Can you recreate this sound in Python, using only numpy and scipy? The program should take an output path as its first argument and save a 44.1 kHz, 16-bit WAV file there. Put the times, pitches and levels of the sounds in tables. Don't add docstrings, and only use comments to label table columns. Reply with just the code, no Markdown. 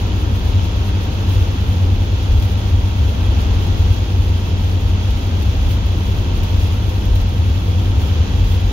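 import sys
import numpy as np
from scipy import signal
from scipy.fft import rfft, irfft, next_fast_len
from scipy.io import wavfile
from scipy.ndimage import uniform_filter1d

SR = 44100
rng = np.random.default_rng(int(sys.argv[2]) if len(sys.argv) > 2 else 0)


def linear_from_db(decibels):
    return 10 ** (np.asarray(decibels, float) / 20)


def store_wav(level_fs):
    pcm = np.round(np.clip(np.atleast_2d(level_fs), -1, 1) * 32767)
    wavfile.write(sys.argv[1], SR, pcm.T.astype(np.int16))


N = 384548
TIME = np.arange(N) / SR
PADDED = next_fast_len(N)
FREQ = np.arange(PADDED // 2 + 1) * SR / PADDED

# (frequency [Hz], left [dB/Hz], right [dB/Hz], likeness [-1..1])
KNOCK_COLOUR = [(1400, -87, -87, -.4), (1900, -76, -76, -.3), (2250, -74.5, -75, .25),
                (2650, -72, -72.5, .1), (3000, -73, -71.5, .1), (3400, -71, -69.5, 0), (3700, -73, -71, 0),
                (3850, -76.5, -71.5, .1), (4600, -79.5, -74, 0), (5500, -82.5, -77, 0),
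                (6750, -81.5, -77.5, 0), (7200, -90, -84.5, 0), (8000, -103, -99, 0), (9000, -125, -125, 0)]


def level(x, db):
    return x * linear_from_db(db) / np.sqrt(np.mean(x ** 2))


def curves(table):
    s, *columns = np.transpose(table)
    return [np.interp(TIME, s, c) for c in columns]


def walk(rate_hz):
    hold = int(SR / rate_hz)
    x = np.repeat(rng.standard_normal(N // hold + 1), hold)[:N]
    x = uniform_filter1d(uniform_filter1d(x, hold), hold)
    return x / x.std()


def hiss():
    return rng.standard_normal((2, N))


def swells(events, rest_db, width_s):
    coarse_s = TIME[::64]
    power = linear_from_db(2 * rest_db)
    for s, peak_db in events:
        power = power + linear_from_db(2 * peak_db) * np.exp(-((coarse_s - s) / width_s) ** 2)
    return np.interp(TIME, coarse_s, 10 * np.log10(power))


def steadied(x, db):
    swell = uniform_filter1d(uniform_filter1d(np.mean(x ** 2, axis=0), size=3000), size=3000)
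    return level(x / swell ** .24, .4) * linear_from_db(db)


def coloured(colour, pair, lead_s=0.):
    # (frequency [Hz], width [Hz], left boost [dB], right boost [dB])
    panels = [(1100, 40, 3, 1), (1290, 40, 2, 4), (1390, 55, 4, 0), (1585, 70, 3, 3), (1920, 90, 4, -1),
              (2470, 50, 3, 0), (2590, 50, 3, 4), (2655, 45, 2, 3), (2725, 60, 6, -1), (2872, 50, -1, 6),
              (2985, 40, -1, 6), (3078, 50, 4, 6), (3150, 40, 1, 3), (3305, 60, 3, 7.5), (3370, 90, 4, 1),
              (3500, 50, 1, 3), (3632, 40, 3, 0), (3945, 70, 0, 4), (5610, 100, 0, 4), (6020, 70, 1, 2),
              (6400, 130, 3, 3)]
    hz, *columns = np.transpose(colour)
    left_db, right_db, like = (np.interp(np.log(FREQ + 1), np.log(hz), c) for c in columns)
    tint_db = np.array([left_db, right_db])
    for panel_hz, width_hz, *boost_db in panels:
        tint_db += np.outer(boost_db, np.exp(-(2 * (FREQ - panel_hz) / width_hz) ** 2))
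    like = np.clip(like, -1, 1)
    common, apart = rfft(pair, PADDED) * np.sqrt([1 + like, 1 - like])
    early = np.exp(2j * np.pi * FREQ * lead_s)
    left, right = (common + apart) * early, common - apart
    return irfft(np.array([left, right]) * linear_from_db(tint_db), PADDED)[:, :N]


def engine_tones(turns, hum_turns, drone_db, hum_db):
    # (multiple of cycle rate, left [dB], right [dB], left lead [rad])
    orders = [(9, -37, -39, -1.0), (12, -41, -42, 0.2), (15, -44, -50, -0.1), (16, -43, -44, 0.3),
              (18, -46, -44, 0.3), (20, -54, -45, 0.3), (23, -50, -54, 0.2), (30, -52, -46, -0.4),
              (32, -54, -58, 2.0), (34, -57, -58, -0.3), (36, -52, -49, 1.7), (39, -52, -62, 0.0),
              (46, -58, -56, 0.7), (48, -58, -55, -0.3), (50, -57, -64, 0.4), (54, -54, -55, -0.1),
              (56, -47.5, -55.5, -0.8), (60, -55, -66, -1.7), (66, -58, -58, -2.9)]
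    hum_ahead_turns = .386
    lead_rad, side_db = np.array([[.2], [0]]), np.array([[.45], [-.55]])
    out = linear_from_db(drone_db + side_db) * np.sin(2 * np.pi * 6 * turns + lead_rad)
    out += linear_from_db(hum_db + side_db) * np.sin(2 * np.pi * (hum_turns + hum_ahead_turns) + lead_rad)
    for order, left_db, right_db, left_lead_rad in orders:
        order_db = np.array([[left_db], [right_db]]) + 1.3 + 1.2 * walk(3)
        angle = 2 * np.pi * (order * turns + rng.random())
        out += linear_from_db(order_db) * np.sin(angle + np.array([[left_lead_rad], [0]]))
    return np.sqrt(2) * out


def road(thud_db, boom_db, roar_db):
    # (frequency [Hz], left [dB/Hz], right [dB/Hz], likeness [-1..1])
    boom_colour = [(12, -66, -66, .98), (25, -59, -59, .98), (33, -39, -39.5, .98), (52, -34, -35, .98),
                   (62, -36, -37, .98), (72, -32, -33, .98), (86, -37, -38, .98), (105, -44, -45, .98),
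                   (118, -45, -46, .96), (128, -56, -57, .9), (150, -75, -75, .9), (250, -140, -140, .9)]
    # (frequency [Hz], left [dB/Hz], right [dB/Hz], likeness [-1..1])
    roar_colour = [(100, -70, -70, .9), (130, -54, -56, .85), (190, -49, -50, .9), (260, -53, -55, .88),
                   (360, -58, -58, .8), (500, -61, -60, .55), (620, -64, -66, .1), (760, -63, -66, .35),
                   (890, -65, -66, .5), (1050, -67, -68, -.1), (1350, -68, -70, -.5), (1800, -74, -74, -.4),
                   (2600, -92, -92, 0), (4000, -140, -140, 0)]
    rumble = coloured(boom_colour, hiss(), lead_s=.0004)
    thud = signal.sosfiltfilt(signal.butter(4, 60, fs=SR, output="sos"), rumble)
    boom = rumble - thud
    roar = level(coloured(roar_colour, hiss(), lead_s=.0001), .15) * linear_from_db(roar_db)
    return steadied(thud, thud_db - .7) + steadied(boom, boom_db + .3) + roar


def knock(turns, knock_db):
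    repeat, puff = .4, .3
    steady = .6
    cylinder_db = np.array([0, -7, -2, -9, -3, -6])
    firing = 6 * turns
    blow = linear_from_db(cylinder_db[firing.astype(int) % 6]) * np.exp(-(firing % 1) / .6)
    pattern = uniform_filter1d(rng.standard_normal((2, 2624)), size=6)
    steps = pattern.shape[1]
    place = (turns % 1) * (steps - 1)
    same = np.array([np.interp(place, np.arange(steps), p) for p in pattern])
    drive = level(same * (blow + steady), 0) * repeat
    drive += hiss() * (1 + puff * blow) * linear_from_db(.55 * walk(7))
    return level(coloured(KNOCK_COLOUR, drive), 3.54) * linear_from_db(knock_db)


def windows(buzz_db):
    # (time [s], peak [dB])
    rattles = [(0.3254, -61), (0.3875, -36), (0.4474, -38), (1.2914, -37), (1.7699, -41), (2.2238, -37),
               (2.3181, -36), (2.3965, -35), (2.4224, -30), (3.6664, -39), (5.1053, -34), (5.2634, -40),
               (5.4201, -29), (5.4534, -39), (5.7094, -39), (5.8596, -36), (5.9164, -38), (6.1164, -38),
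               (6.4308, -29), (6.5934, -38), (6.6687, -37), (6.8932, -35), (7.0524, -34), (7.1546, -30),
               (7.2863, -40), (7.7917, -42), (8.0137, -33), (8.4404, -37), (8.5185, -36), (8.5999, -38)]
    # (time [s], peak [dB], frequency [Hz])
    squeaks = [
        (0.4479, -47, 13450),
        (5.8596, -42, 13450),
        (6.1135, -45, 13450),
        (6.5031, -41, 13450),
        (6.5949, -45, 13450),
        (7.5448, -50, 13450),
    ]
    # (frequency [Hz], left [dB/Hz], right [dB/Hz], likeness [-1..1])
    buzz_colour = [(5000, -125, -125, 0), (7000, -101, -102, 0), (8000, -96.5, -98, .15),
                   (9000, -93, -96, 0), (9800, -92, -94.5, 0), (10200, -90.5, -92, 0), (10600, -88, -88, 0),
                   (12000, -89, -88.5, 0), (14000, -87, -89.5, 0), (16000, -85, -89.5, 0)]
    rise_s, fall_s, swell_s = .0012, .0065, .005
    ticks_per_s, tick_db, tick_spread_db, tick_s = 18, 1, 2.2, .003
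    shake = linear_from_db(buzz_db - 1.5 + 1.9 * walk(35))
    after_s = TIME[:3000]
    span = len(after_s)
    rattle, squeak = np.zeros((2, N + span))
    hit = np.exp(-after_s / fall_s) * (1 - np.exp(-after_s / rise_s))
    for s, peak_db in rattles:
        start = int(s * SR)
        rattle[start:start + span] += linear_from_db(peak_db - 7.5) * hit
    swell = after_s / swell_s * np.exp(1 - after_s / swell_s)
    for s, peak_db, hz in squeaks:
        start = int(s * SR)
        squeak[start:start + span] += linear_from_db(peak_db - 6.5) * swell * np.sin(2 * np.pi * hz * after_s)
    rattle, squeak = rattle[:N], squeak[:N]
    chance, size = rng.random(N), rng.exponential(size=N)
    ticks = (chance < ticks_per_s / SR) * linear_from_db(tick_db + tick_spread_db * size)
    ticks = signal.lfilter([1], [1, -np.exp(-1 / (tick_s * SR))], ticks) * shake
    frames = level(coloured(KNOCK_COLOUR, hiss()), 10.2) * (.61 * rattle + .81 * shake)
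    sharp = np.diff(hiss(), n=2, prepend=[[0, 0]] * 2)
    bright = level(coloured(buzz_colour, sharp), 7.6) * (ticks + .7 * rattle)
    buzz = level(coloured(buzz_colour, hiss()), 6.6) * (shake + .49 * rattle)
    return buzz + bright + frames + squeak


def turbo():
    # (time [s], frequency [Hz])
    whistle = [
        (0.0, 10650),
        (0.6, 10450),
        (1.7, 10380),
        (2.3, 10450),
        (3.9, 10340),
        (5.2, 10350),
        (5.95, 10580),
        (6.3, 10380),
        (7.2, 10460),
    ]
    hz = curves(whistle)[0] + 55 * walk(90)
    tone = np.sin(2 * np.pi * np.cumsum(hz) / SR + np.array([[0], [1.9]]))
    whistle_db = -57.5 + 2 * walk(70) + np.array([[1.5], [-1.5]])
    return tone * linear_from_db(whistle_db + 2.3 * np.array([walk(70), walk(86)]))


def scene():
    # (time [s], engine cycle rate [Hz], driveline hum [Hz])
    speed = [(0.0, 16.872, 91.92), (0.75, 16.826, 91.28), (1.5, 16.831, 91.45), (2.25, 16.826, 91.38),
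             (3.0, 16.811, 91.33), (3.75, 16.813, 91.34), (4.5, 16.8, 91.21), (5.25, 16.796, 91.19),
             (6.0, 16.766, 91.13), (6.75, 16.748, 91.07), (7.5, 16.75, 90.83), (8.25, 16.687, 90.83)]
    # (time [s], level [dB])
    ride = [(0.0, 1), (0.7, 0.5), (1.4, 1), (2.1, -.5), (2.4, 0), (2.9, -0.5), (3.4, 2.5), (4.2, -.5),
            (4.8, -0.5), (5.4, 0), (6.0, 0), (6.4, .5), (7.2, -0.5), (7.7, -0.5), (8.1, 1), (8.72, 0)]
    # (time [s], peak [dB])
    hum_surges = [(0.595, -16.5), (0.9, -20), (1.368, -15), (1.887, -15.5), (2.15, -23), (2.45, -17.5),
                  (2.735, -23), (3.237, -17), (3.553, -16), (3.8, -18), (4.304, -15.5), (4.65, -16),
                  (4.95, -16.5), (5.369, -18.5), (5.993, -19.5), (6.574, -16), (7.177, -18), (7.45, -23),
                  (7.789, -16), (8.15, -21), (8.585, -16.5)]
    # (time [s], peak [dB])
    thuds = [(0.463, -15.5), (0.762, -25), (1.399, -17.3), (1.934, -15.5), (2.1, -22), (2.35, -13.5),
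             (2.791, -16.5), (3.132, -29), (3.31, -19.9), (3.465, -20.1), (3.576, -16.6), (3.741, -17),
             (3.858, -17), (4.229, -20), (4.577, -19.3), (4.888, -18.2), (5.163, -18), (5.45, -18),
             (5.642, -12.5), (5.857, -19.8), (5.965, -29), (6.146, -18), (6.39, -15), (6.572, -17),
             (6.778, -29), (7.095, -12.5), (7.206, -16), (7.881, -23), (8.472, -15.5), (8.677, -19.8)]
    # (time [s], peak [dB])
    booms = [(0.293, -17), (0.456, -23), (0.611, -17), (0.761, -20), (1.38, -16.5), (1.682, -18),
             (1.783, -21.5), (2.394, -16.3), (2.723, -18), (3.027, -15.5), (3.172, -17), (3.341, -16),
             (3.499, -18), (3.63, -24), (3.79, -17.5), (3.914, -15.1), (4.19, -16), (5.472, -20.5),
             (5.726, -14.5), (6.002, -23), (6.213, -17), (6.381, -23), (6.615, -17.6), (6.835, -17.4),
             (7.434, -18), (7.545, -17), (8.019, -15.2), (8.193, -14), (8.373, -14.5), (8.492, -19)]
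    # (time [s], peak [dB])
    shakes = [(0.375, -50), (1.387, -50), (1.707, -54), (2.224, -62), (2.414, -51.5), (2.911, -55.1),
              (3.406, -53), (3.895, -53.0), (4.726, -54.4), (5.107, -67), (5.274, -67), (5.434, -60),
              (5.731, -51), (5.869, -59), (6.116, -59), (6.688, -51.0), (6.901, -55), (7.3, -59),
              (8.029, -50.9), (8.517, -48.5)]
    turns, hum_turns = (np.cumsum(hz) / SR for hz in curves(speed))
    coarse_db = curves(ride)[0]
    drone_db = -23 + 1.9 * walk(2.8)
    hum_db = swells(hum_surges, rest_db=-21, width_s=.12)
    thud_db = swells(thuds, rest_db=-24.5, width_s=.054)
    boom_db = swells(booms, rest_db=-22.5, width_s=.048)
    buzz_db = swells(shakes, rest_db=-52, width_s=.067)
    engine = engine_tones(turns, hum_turns, drone_db, hum_db)
    engine += knock(turns, -38.5 + .59 * coarse_db) + turbo()
    body = road(thud_db, boom_db, -27.5 + coarse_db)
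    return engine + body + windows(buzz_db)


def roll_off(x):
    return signal.sosfilt(signal.butter(12, 15900, fs=SR, output="sos"), x)


def record(dry):
    cut = signal.sosfilt(signal.butter(2, 25, "high", fs=SR, output="sos"), dry)
    cut = signal.sosfilt(signal.ellip(10, .3, 40, 15740, fs=SR, output="sos"), cut)
    mix = np.tanh(.58 * cut) / .62
    return roll_off(mix)


dry = scene()
out = record(dry)
store_wav(out)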